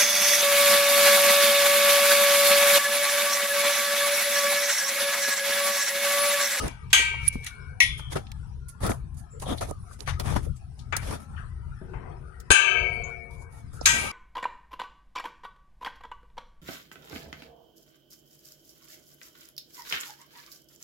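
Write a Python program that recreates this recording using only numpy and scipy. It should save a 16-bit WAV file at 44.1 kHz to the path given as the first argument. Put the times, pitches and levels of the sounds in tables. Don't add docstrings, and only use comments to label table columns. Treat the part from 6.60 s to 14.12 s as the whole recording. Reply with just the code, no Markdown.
import sys
import numpy as np
from scipy import signal
from scipy.io import wavfile
from scipy.ndimage import uniform_filter1d

SR = 44100
rng = np.random.default_rng(int(sys.argv[2]) if len(sys.argv) > 2 else 0)


def generate_wav(signal):
    frames = np.transpose(np.atleast_2d(signal))
    scaled = np.clip(frames, -1, 1) * 32767
    pcm = np.round(scaled).astype(np.int16)
    wavfile.write(sys.argv[1], SR, pcm)


N = 331451


def gain_of(db):
    return 10 ** (np.asarray(db) / 20)


def evened(x):
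    return x / np.sqrt(np.mean(x ** 2) + 1e-20)


def read(points, hz):
    table_hz, value = np.transpose(points)
    return np.interp(np.log(hz + 1), np.log(table_hz + 1), value)


def colour(points):
    return lambda hz, t: read(points, hz)


def bump(centre_hz, octaves):
    return lambda hz, t: np.maximum(-6 * (np.log2((hz + 1) / centre_hz) / octaves) ** 2, -80)


def shares(pan_db):
    left_power = 1 / (1 + gain_of(-2 * np.asarray(pan_db)))
    return np.sqrt(2 * np.array([left_power, 1 - left_power]))


def add(mix, start_s, sound):
    part = mix[:, round(start_s * SR):][:, :sound.shape[1]]
    part += sound[:, :part.shape[1]]


# pitch_hz [Hz], left_over_right_db [dB]
MIC_BALANCE = [(300, 3.5), (1200, 8), (2500, 5.5), (5000, -2.5), (8000, -0.5), (10000, -23), (12000, -25),
               (16000, -26.5)]
# pitch_hz [Hz], likeness [0 to 1]
MIC_LIKENESS = [(30, .8), (120, .85), (500, 0.57), (1500, 0.48), (4000, 0.053), (12000, 0.16)]


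def noise(count, size, level_db, patchy_db=0.):
    hop = size // 4
    hz = np.fft.rfftfreq(size, 1 / SR)[:, None]
    t = np.arange(count // hop + 5) * hop / SR
    a, b, c, d, patches = rng.standard_normal((len(t), len(hz), 5)).T
    patches = uniform_filter1d(patches, size=4, axis=0)
    patches = evened(uniform_filter1d(patches, size=18, axis=1))
    alike = np.clip(read(MIC_LIKENESS, hz), 0, 1)
    left = a + 1j * b
    right = alike * left + np.sqrt(1 - alike ** 2) * (c + 1j * d)
    spectra = np.array([left, right])
    spectra *= shares(read(MIC_BALANCE, hz)) * gain_of(level_db(hz, t) + patchy_db * patches)
    return signal.istft(spectra, nperseg=size, noverlap=size - hop)[1][:, :count]


WAVER_DB, WAVER_PER_S = 3.5, 28


def ring(t, pitches, modes, time_factor, tilt_db, pan_db):
    hz, (mode_db, t60_s) = np.array(pitches), np.transpose(modes)
    heights = gain_of(mode_db + tilt_db * np.log2(hz / 2500)) * shares(read(MIC_BALANCE, hz) + pan_db)
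    chance = rng.random((len(hz), 4, 3, 1))
    wavers = rng.standard_normal((len(hz), 120))
    total = 0
    for f, height, fall_s, c, waver in zip(hz, heights.T, t60_s * time_factor, chance, wavers):
        main = np.sin(2 * np.pi * (f * t + c[0, :2]))
        spread_hz = 70 + .03 * f
        kin = sum(np.sin(2 * np.pi * ((f + spread_hz * (k[2] - .5)) * t + k[:2])) for k in c[1:])
        tone = main + .4 * gain_of(-25 * t / fall_s) * kin
        tone *= gain_of(WAVER_DB * np.interp(t * WAVER_PER_S, np.arange(len(waver)), waver))
        fall_db = -60 * t / fall_s - 8.5 * t ** 3 - 13 * (t / fall_s) ** 2
        total = total + height[:, None] * gain_of(fall_db) * tone
    return total / np.linalg.norm(gain_of(mode_db))


BANDS_DB = 3.5
# pitch_hz [Hz], t60_s [s]
CLATTER_FALL = [(300, 0.72), (1000, 0.24), (2500, 0.58), (5000, 0.37), (9000, 0.34), (15000, 0.17)]


def clatter(t, spectrum, time_factor, tilt_db):
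    bands_db = BANDS_DB * rng.standard_normal((129, 1))

    def level_db(hz, u):
        tilted_db = read(spectrum, hz) + tilt_db * np.log2((hz + 50) / 2500)
        return bands_db + tilted_db - 60 * u / (read(CLATTER_FALL, hz) * time_factor)

    dense = noise(len(t), 256, level_db)
    crack = 1 + 1.7 * np.exp(-t / 0.0072)
    return dense * crack / np.std(dense[:, :400])


def blow(row, pitches, modes, spectrum):
    start_s, ring_db, clatter_db, ring_factor, clatter_factor, tilt_db, pan_db = row
    t = np.arange(int(1.6 * SR * min(ring_factor, 1))) / SR
    clear = gain_of(ring_db) * ring(t, pitches, modes, ring_factor, tilt_db, pan_db)
    dense = clatter(t, spectrum, clatter_factor, tilt_db)
    dense = gain_of(clatter_db) * shares(pan_db)[:, None] * dense
    rise = 1 - np.exp(-t / 0.00055)
    return start_s, rise * (clear + dense)



LONG_STRIKES = [(5.215, -71, -43, 0.63, 1.13, -22, 4.5), (5.335, -59.5, -46, 0.92, 2.3, -15, 7),
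                (5.904, 5.5, -1, 0.77, 0.85, 1.07, 13.5), (5.9135, -6.5, 0, 0.71, 0.59, 10, 6)]
LONG_PITCHES = [377, 460, 542, 618, 637, 690, 725, 935, 1193, 1255, 1292, 1489, 1567, 1591, 1687, 2243,
                2330, 2359, 2506, 2569, 2620, 2640, 2728, 3033, 3066, 4581, 6315, 6401, 6535, 6691]
LONG_MODES = [(-16, 2.72), (-22.5, 5.4), (-26, 4.1), (-16.5, 1.93), (-6.5, 0.2), (-17.5, 3.7), (-17, 2.4),
              (-10, 1.5), (2, 0.75), (-11.5, 1.1), (-6, 1.2), (-16, 0.57), (12.5, 0.71), (10.5, 0.82),
              (4, 0.83), (-1.5, 2.32), (4.5, 1.1), (-1, 1.82), (3, 0.47), (7.5, 0.88), (0.5, 1.2),
              (4.5, 0.93), (5.5, 0.85), (10, 0.78), (2, 0.99), (-17.5, 1), (-6, 0.73), (-18.5, 0.5),
              (7, 0.42), (-2, 0.46)]
LONG_SPECTRUM = [(150, -79), (250, -39.5), (373, -30.5), (651, -30), (831, -13), (955, -5.5), (1120, -33),
                 (1180, -14), (1610, -11), (2020, -23), (2320, -12.5), (5070, -21), (5900, -24),
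                 (6700, -15), (7500, -21.5), (8600, -16), (10200, -16.5), (16000, -84)]


def gate_long_blows():
    return [blow(row, LONG_PITCHES, LONG_MODES, LONG_SPECTRUM) for row in LONG_STRIKES]


GATE_STRIKES = [(0.081, -41.5, -53, 1.35, 1, -3.5, 4), (0.3301, -11, -15, 1.74, 0.98, 3, -0.5),
                (4.3245, -26, -35.5, 0.42, 0.6, -7, 9), (7.2574, -16, -15, 1.78, 1, 6, 7.5),
                (7.267, -18.5, -30.5, 1.64, 1, -6.5, -4.5)]
GATE_PITCHES = [669, 932, 1196, 1254, 1566, 1589, 1632, 1913, 2232, 2326, 2387, 2589, 2824, 2868, 3076,
                3160, 3247, 3290, 3357, 3424, 3892, 6319, 6398, 6563, 6625, 6689, 6925, 7233, 7713, 8240]
GATE_MODES = [(-11.5, 0.11), (-8, 0.81), (-5, 0.29), (0, 0.38), (9.5, 0.41), (-2.5, 0.25), (12, 0.078),
              (9.5, 0.31), (2, 1), (5.5, 0.87), (11.5, 0.2), (-2, 0.65), (-2.5, 0.75), (1.5, 0.25),
              (1.5, 0.26), (0, 0.44), (-14, 0.23), (4, 0.18), (7, 0.11), (2, 0.32), (-1.5, 0.23),
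              (-2.5, 0.045), (8.5, 0.14), (-7, 0.21), (0.5, 0.14), (-3, 0.17), (-7.5, 0.34), (3, 0.16),
              (1.5, 0.14), (-3.5, 0.22)]
GATE_SPECTRUM = [(240, -56.5), (400, -21), (921, -16.5), (1110, -12.5), (1230, -8.5), (1460, -14.5),
                 (1580, 4), (1730, -14.5), (2290, -7), (5270, -16), (6540, -13), (12700, -24.5),
                 (16000, -45.5)]


def gate_blows():
    return [blow(row, GATE_PITCHES, GATE_MODES, GATE_SPECTRUM) for row in GATE_STRIKES]


LATCH_STRIKES = [(1.2032, -3, -21, 1.03, 0.47, -0.59, 2.6), (1.222, -26.5, -27.5, 0.72, 0.83, .6, 2.22)]
LATCH_PITCHES = [1916, 2038, 2162, 2197, 2316, 2572, 2981, 3172, 3281, 3388, 3481, 3781, 4050, 5378, 5425,
                 5681, 5834, 5903, 6034, 9450, 9947, 10231]
LATCH_MODES = [(11, 0.23), (1, 0.2), (5.5, 0.36), (22, 0.12), (-7.5, 0.47), (1, 0.15), (-10, 0.224),
               (-25, 1.0), (-17, 1.0), (-5.5, 0.69), (-12.5, 1), (-12.5, 0.2), (-10.5, 0.31), (-7, 0.22),
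               (-14.5, 0.42), (-18, 0.25), (3, 0.12), (-16, 0.21), (-6, 0.17), (-14, 0.51), (-8, 0.41),
               (-22, 0.32)]
LATCH_SPECTRUM = [(290, -73.5), (500, -54), (893, -23), (1480, -35), (1870, -22), (2230, -9), (2730, -18.5),
                  (3290, -14.5), (4800, -22), (5470, -16.5), (8330, -32.5), (9630, -17), (16000, -44)]


def latch():
    return [blow(row, LATCH_PITCHES, LATCH_MODES, LATCH_SPECTRUM) for row in LATCH_STRIKES]


# [dB, left over right]
SHOVE_TONE = (8, 66, 20)
SHOVE_START_S, SHOVE_T60_S = 5.903, .06


def shove():
    level_db, pitch_hz, pan_db = SHOVE_TONE
    t = np.arange(6000) / SR
    push = -np.sin(2 * np.pi * pitch_hz * t)
    return SHOVE_START_S, gain_of(level_db - 60 * t / SHOVE_T60_S) * shares(pan_db)[:, None] * push


# level_db [dB], free_ring_s [s], caught_db [dB, against free], caught_t60_s [s]
HOOK_RING = (-9.5, .0085, -26, .1)
HOOK_START_S, HOOK_PITCH_HZ = 0.6785, 9770


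def hook():
    level_db, free_s, caught_db, t60_s = HOOK_RING
    t = np.arange(6000) / SR
    held = np.clip((t - free_s) / 0.003, 0, 1)
    level = 1 - held + held * gain_of(caught_db - 60 * t / t60_s)
    level *= np.minimum(t / 0.0015, 1)
    beat = 1 + 0.22 * np.cos(2 * np.pi * 420 * t)
    tone = np.sin(2 * np.pi * HOOK_PITCH_HZ * t)
    return HOOK_START_S, gain_of(level_db) * shares(-30.0)[:, None] * level * beat * tone


# [dB, left over right]
BURST_EVENTS = [(0.081, -23, 6360, 0.01, 0.74, -15), (.303, -42, 3040, 0.28, 1.3, 8),
                (.331, -7.5, 3150, 0.22, 0.14, 4), (0.396, -25, 400, 0.085, 0.43, -7),
                (.54, -36, 855, 0.099, 0.45, 14), (0.68, -18.5, 4600, 0.026, 1.65, -1.5),
                (0.756, -21, 185, 0.045, 0.66, -7), (0.846, -29, 8200, 0.017, 0.53, -7),
                (0.8665, -35, 3500, 0.014, 1.4, 14), (1.395, -31.5, 890, 0.04, 1.6, 3),
                (1.568, -26, 350, 0.074, 2.3, 3), (1.668, -40.5, 3000, 0.037, 0.61, -2),
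                (1.717, -31, 2440, 0.022, 1.44, -3), (2.085, -35.5, 9520, 0.029, 0.39, -3.5),
                (2.232, -21.5, 506, 0.035, 0.7, 5.5), (2.25, -24, 278, 0.11, .5, 5),
                (2.265, -24, 1480, 0.028, 4.6, -6), (2.292, -22, 900, 0.019, 1.05, 4),
                (2.317, -18, 710, 0.024, 1.3, -3), (2.579, -55, 6580, 0.15, 0.12, 12),
                (2.799, -37, 4980, 0.021, 1.06, 8), (2.823, -29.5, 895, 0.16, 0.36, -4),
                (2.865, -23, 600, .04, 0.52, -6), (2.914, -17.5, 240, 0.091, 0.37, 6),
                (2.982, -33, 3960, 0.066, 0.25, 7), (3.112, -16, 444, 0.03, 0.66, -9),
                (3.11, -29, 8000, 0.012, 0.53, -10.5), (3.4064, -23, 4060, 0.011, 0.78, -24),
                (3.311, -35, 1340, 0.038, 0.23, 3.5), (3.475, -23, 1028, 0.17, 0.79, 3.5),
                (3.598, -22, 1500, 0.052, 1.87, -6), (3.656, -33.5, 1190, 0.032, 0.85, 3),
                (3.764, -24.5, 690, 0.063, 1.1, 7), (3.865, -24, 466, 0.079, 0.29, -12.5),
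                (4.191, -45.5, 4430, 0.16, 0.54, 13), (4.324, -22.5, 1564, 0.23, 0.49, 8.5),
                (4.3662, -13.5, 6200, 0.026, 1.1, 1), (4.37, -24.5, 150, 0.023, 1.6, 23),
                (4.764, -48.5, 2800, 0.27, 0.2, 6.5), (4.775, -38.5, 1464, 0.38, 0.27, 9),
                (5.335, -56, 2670, 0.13, 0.077, 6), (5.34, -50, 2100, 0.28, 0.058, 9),
                (5.801, -37.5, 8000, 0.053, 1.3, 6), (5.905, 1.5, 411, 0.1, 0.68, 24),
                (6.329, -52.5, 9800, 0.17, 0.16, -6), (6.437, -36.5, 6700, 0.16, 0.069, 24),
                (7.214, -18.5, 473, 0.029, 0.79, -15), (7.2115, -34.5, 5300, 0.056, 0.36, -6),
                (7.2555, -13, 4100, 0.1, 0.11, -2), (7.44, -18, 438, 0.0098, 0.33, 16)]


def burst(row):
    start_s, level_db, centre_hz, t60_s, octaves, pan_db = row
    t = np.arange(7000) / SR
    band = evened(noise(len(t), 512, bump(centre_hz, octaves)))
    shape = gain_of(-60 * t / max(t60_s, .003)) * np.minimum(t / 0.0004, 1)
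    return start_s, gain_of(level_db - 4.5) * shares(pan_db)[:, None] * band * shape


# [dB, left over right]
SCUFF_EVENTS = [(0.028, 0.037, 0.041, -44.5, 3, 13, -1.5), (0.663, 0.06, 0.0099, -47, 2.5, -26, 0),
                (0.728, .005, .015, -50.5, 0, 0, -19), (0.841, .02, .008, -51.5, 4, -15, 6),
                (0.865, .004, 0.0064, -37.5, 2, -38, 2.5), (1.38, 0.0078, 0.015, -50.5, -1.5, -1, -6),
                (1.525, 0.023, 0.0077, -42.5, 1.5, 4, 1.5), (1.559, 0.0062, 0.0058, -43, 2.5, 17.5, -1),
                (2.086, .004, 0.011, -46.5, -16, -20.5, 0.5), (2.237, 0.033, 0.037, -39, -3, 11.5, 1.5),
                (2.296, 0.0037, 0.014, -37, -9.5, 9.5, -0.5), (2.545, .003, .003, -62, -11, -7, -2),
                (2.572, .004, 0.027, -55, -13.5, -8.5, -6), (2.799, .003, 0.0042, -46.5, -12, -8, 0.5),
                (2.823, 0.0081, 0.003, -41.5, -5, 3.5, 1.5), (2.889, 0.034, 0.045, -45.5, -1.5, 14, 0.5),
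                (2.978, 0.011, .003, -48.5, -2, -8, -3), (3.011, .004, 0.018, -39.5, -1.5, 9, 0.5),
                (3.09, 0.024, .012, -52, -5, 14.5, -21), (3.332, 0.066, 0.0063, -50, -15, -8.5, 7.5),
                (3.392, .004, 0.036, -57.5, 0.5, 10, -11.5), (3.478, 0.017, 0.018, -41, 5.5, -13, 8.5),
                (3.535, 0.0064, .002, -59.5, 9.5, -1, 14), (3.598, 0.0067, .002, -41, -4, 10.5, 1.5),
                (3.663, 0.027, 0.072, -44, 0, 10, 3), (3.763, 0.012, 0.0032, -40.5, 2, 14, 2.5),
                (3.832, 0.013, .025, -55.5, -5, 4, -2.5), (3.965, 0.011, .003, -53, -17, -22.5, 12),
                (4.197, 0.027, 0.0019, -54, -16, -16.5, 10.5), (4.369, 0.0051, 0.0024, -38, -8, -7, 1),
                (4.43, 0.03, .05, -49, 1, 7, 2), (4.51, .04, .04, -47, 2, 12, 1),
                (4.604, 0.0098, 0.028, -59, -11, -3, 2), (6.71, .015, 0.046, -64.5, -2, 5, -6.5),
                (6.821, 0.061, .004, -55, -22, -1, 9), (6.927, .03, 0.079, -62, -9, 6, -3),
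                (7.133, .006, 0.038, -53, -19.5, -3.5, 3), (7.347, 0.12, 0.13, -38.5, -2, 0.5, 1)]
SWELL_DB, FALL_DB_PER_S, SAG_DB_PER_S = 18.5, 652, 28


def strokes():
    t = np.arange(N) / SR
    levels = np.zeros((3, 2, N))
    for start_s, swell_s, hold_s, hiss_db, scrape_db, crunch_db, pan_db in SCUFF_EVENTS:
        on = np.flatnonzero((t >= start_s - swell_s) & (t < start_s + hold_s + 60 / FALL_DB_PER_S))
        u = t[on] - start_s
        shape_db = SWELL_DB * np.minimum(u, 0) / swell_s
        shape_db -= SAG_DB_PER_S * np.clip(u, 0, hold_s)
        shape_db -= FALL_DB_PER_S * np.maximum(u - hold_s, 0)
        stroke = gain_of(hiss_db + shape_db) * shares(pan_db)[:, None]
        levels[:, :, on] += stroke * gain_of([0, scrape_db, crunch_db])[:, None, None]
    return levels


# pitch_hz [Hz], relative_db [dB]
HISS_SPECTRUM = [(2650, -31), (4500, -10.5), (4980, -6.5), (5620, -11.5), (6630, -2), (7260, -7.5),
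                 (10000, 2.5), (16000, -27)]
SCRAPE_SPECTRUM = [(1000, -27), (1700, 7), (2170, 4), (3180, -0.5), (3480, 2), (4290, -0.5), (4800, -2.5),
                   (6240, -0.5), (10600, -120)]
CRUNCH_SPECTRUM = [(88, -26), (150, -5.5), (274, -11), (670, -10), (767, -14.5), (1040, -16.5), (1290, -16),
                   (1620, -24), (1800, -21.5), (2340, -85), (3960, -120)]


def scuffs(levels):
    fade = gain_of(-60 / (.25 * SR))
    levels = levels + 0.23 * signal.lfilter([1 - fade], [1, -fade], levels)
    strengths = gain_of(3.4 * np.minimum(rng.exponential(1, N), 4))
    grains = strengths * (rng.random(N) < 300 / SR)
    clumps = evened(1 + 0.19 * evened(signal.lfilter([1], [1, -.985], grains)))
    rub = 0
    for level, spectrum in zip(levels, (HISS_SPECTRUM, SCRAPE_SPECTRUM, CRUNCH_SPECTRUM)):
        rub = rub + level * evened(noise(N, 512, colour(spectrum), patchy_db=2.5))
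    return clumps * rub


# [dB, left over right]
WIND_COURSE = [(0, -37, 7), (.2, -42.5, 6.5), (.6, -38, 6.5), (.77, -33, 2.5), (.88, -44, 6),
               (1.3, -39.5, 5.5), (1.9, -39, 7.5), (2.13, -44, 4.5), (2.449, -38, 7), (2.68, -41, 6),
               (3.05, -35.5, 7), (3.12, -31, -5), (3.2, -40, 5.5), (3.58, -37, 7), (3.66, -20.5, 19),
               (3.92, -30.5, 13), (3.97, -40.5, 6.5), (4.3, -37.5, 6.5), (5.4, -40, 5.5), (5.86, -43, 8.5),
               (6.05, -43, 5), (6.3, -37.5, 6.5), (6.6, -41, 7.5), (7.515, -43, 6)]
# pitch_hz [Hz], relative_db [dB]
WIND_SPECTRUM = [(11, -46.5), (18, -11.5), (38, -1.5), (58, 1), (70, 2), (81, 4), (97, -3.5), (133, 0),
                 (177, -16), (208, -19.5), (241, -26), (291, -31), (350, -27), (460, -51.5), (770, -120)]
WOBBLE_DB, WOBBLE_PER_S = 3.5, 14
SHAKE_DB, SHAKE_S = 0.5, 0.047


def wind(crunch):
    time_s, level_db, pan_db = np.transpose(WIND_COURSE)
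    t = np.arange(N) / SR
    rumble = noise(N, 4096, colour(WIND_SPECTRUM), patchy_db=0.5)
    rumble /= rumble.std(axis=1, keepdims=True)
    knots = np.arange(0, t[-1] + 1, 1 / WOBBLE_PER_S)
    wobble_db = WOBBLE_DB * np.interp(t, knots, rng.standard_normal(len(knots)))
    level = gain_of(np.interp(t, time_s, level_db) + wobble_db) * shares(np.interp(t, time_s, pan_db))
    shake = gain_of(SHAKE_DB) * uniform_filter1d(crunch, size=round(SHAKE_S * SR), axis=1)
    return np.hypot(level, shake) * rumble


# time_s [s], drone_db [dB], air_db [dB]
YARD_COURSE = [(0, -41.5, -43), (.2, -57, -67), (.6, -50.5, -58), (.8, -56.5, -58.5), (1.149, -57, -68.5),
               (1.7, -56.5, -64.5), (2.002, -61.5, -68.5), (2.4, -57.5, -72), (3.0, -59.5, -67),
               (3.5, -56, -66.5), (3.9, -64, -66), (4.5, -53.5, -70), (4.8, -51, -63), (5.0, -58.5, -72.5),
               (5.2, -54, -67.5), (5.451, -44, -70.5), (5.7, -57, -69.5), (6.498, -51, -62.5),
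               (6.8, -56.5, -80), (7.1, -55, -65.5), (7.515, -43, -45)]
# pitch_hz [Hz], relative_db [dB]
DRONE_SPECTRUM = [(120, -34.5), (200, -4.5), (275, -19.5), (315, -32), (408, -11), (536, -26), (753, -17),
                  (1120, -21), (1240, -14.5), (3000, -44.5), (3900, -72), (6600, -120)]
AIR_SPECTRUM = [(1470, -43), (2500, -2), (3490, -3.5), (4990, -3), (5920, -2.5), (6860, -11.5), (9660, 2),
                (11500, -14), (12300, -27), (16000, -27.5)]


def yard():
    time_s, drone_db, air_db = np.transpose(YARD_COURSE)
    t = np.arange(N) / SR
    drone = evened(noise(N, 1024, colour(DRONE_SPECTRUM), patchy_db=7.0)) * shares(5.)[:, None]
    air = evened(noise(N, 512, colour(AIR_SPECTRUM), patchy_db=5.5)) * shares(3.)[:, None]
    return gain_of(np.interp(t, time_s, drone_db)) * drone + gain_of(np.interp(t, time_s, air_db)) * air


# start_s [s], end_s [s], centre_hz [Hz], width [octaves], level_db [dB]
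FAINT_BANDS = [(0.811, 1.228, 1500, 0.094, -52.5), (0.911, 1.12, 1040, 0.064, -62.5),
               (1.224, 1.582, 3190, .05, -51), (1.981, 2.232, 1404, 0.034, -61),
               (2.72, 2.815, 450, .2, -50.5), (2.846, 2.96, 3430, .16, -43),
               (3.174, 3.304, 9900, 0.13, -57.5), (5.584, 5.881, 1390, 0.14, -58),
               (6.128, 6.494, 4600, 0.07, -62)]


def faint_band(row):
    start_s, end_s, centre_hz, octaves, level_db = row
    count = int((end_s - start_s) * SR)
    band = evened(noise(count, 2048, bump(centre_hz, octaves)))
    return start_s, gain_of(level_db) * shares(9.3)[:, None] * band * signal.windows.tukey(count, .6)


# time_s [s], pitch_hz [Hz], level_db [dB]
PEEP_GLIDE = [(2.7, 7350, -63), (2.73, 7340, -52.5), (2.792, 7320, -65), (2.81, 7205, -63)]


def peep():
    time_s, pitch_hz, level_db = np.transpose(PEEP_GLIDE)
    t = np.arange(time_s[0], time_s[-1], 1 / SR)
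    tone = np.sin(2 * np.pi * np.cumsum(np.interp(t, time_s, pitch_hz)) / SR)
    tone *= signal.windows.tukey(len(t), .2)
    level = np.sqrt(2) * gain_of(np.interp(t, time_s, level_db))
    return time_s[0], level * tone * shares(0.1)[:, None]


def scene():
    levels = strokes()
    mix = wind(levels[2]) + yard() + scuffs(levels)
    events = gate_long_blows() + gate_blows() + latch() + [shove(), hook(), peep()]
    events += [burst(row) for row in BURST_EVENTS]
    events += [faint_band(row) for row in FAINT_BANDS]
    for start_s, sound in events:
        add(mix, start_s, sound)
    return mix


LAG_SAMPLES, EDGE_HZ = 40, 16400
DUCK_ABOVE_DB, RECOVERY_DB_PER_S = -9.0, 74.0


def record(dry):
    late = np.array([np.roll(dry[0], LAG_SAMPLES // 2), np.roll(dry[1], -LAG_SAMPLES // 2)])
    power = abs(uniform_filter1d((late ** 2).max(0), size=300))
    power_db = 10 * np.log10(power + 1e-12)
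    fall_db = np.arange(N) * RECOVERY_DB_PER_S / SR
    held_db = np.maximum.accumulate(power_db + fall_db) - fall_db
    over_db = np.maximum(held_db - DUCK_ABOVE_DB, 0)
    duck_db = 0.91 * uniform_filter1d(over_db, size=100)
    clipped = np.clip(late / gain_of(duck_db), -1, 1)
    lowpass = signal.firwin(801, EDGE_HZ, window=("kaiser", 11), fs=SR)
    return signal.oaconvolve(clipped, lowpass[None], "same")


dry = scene()
out = record(dry)
generate_wav(out)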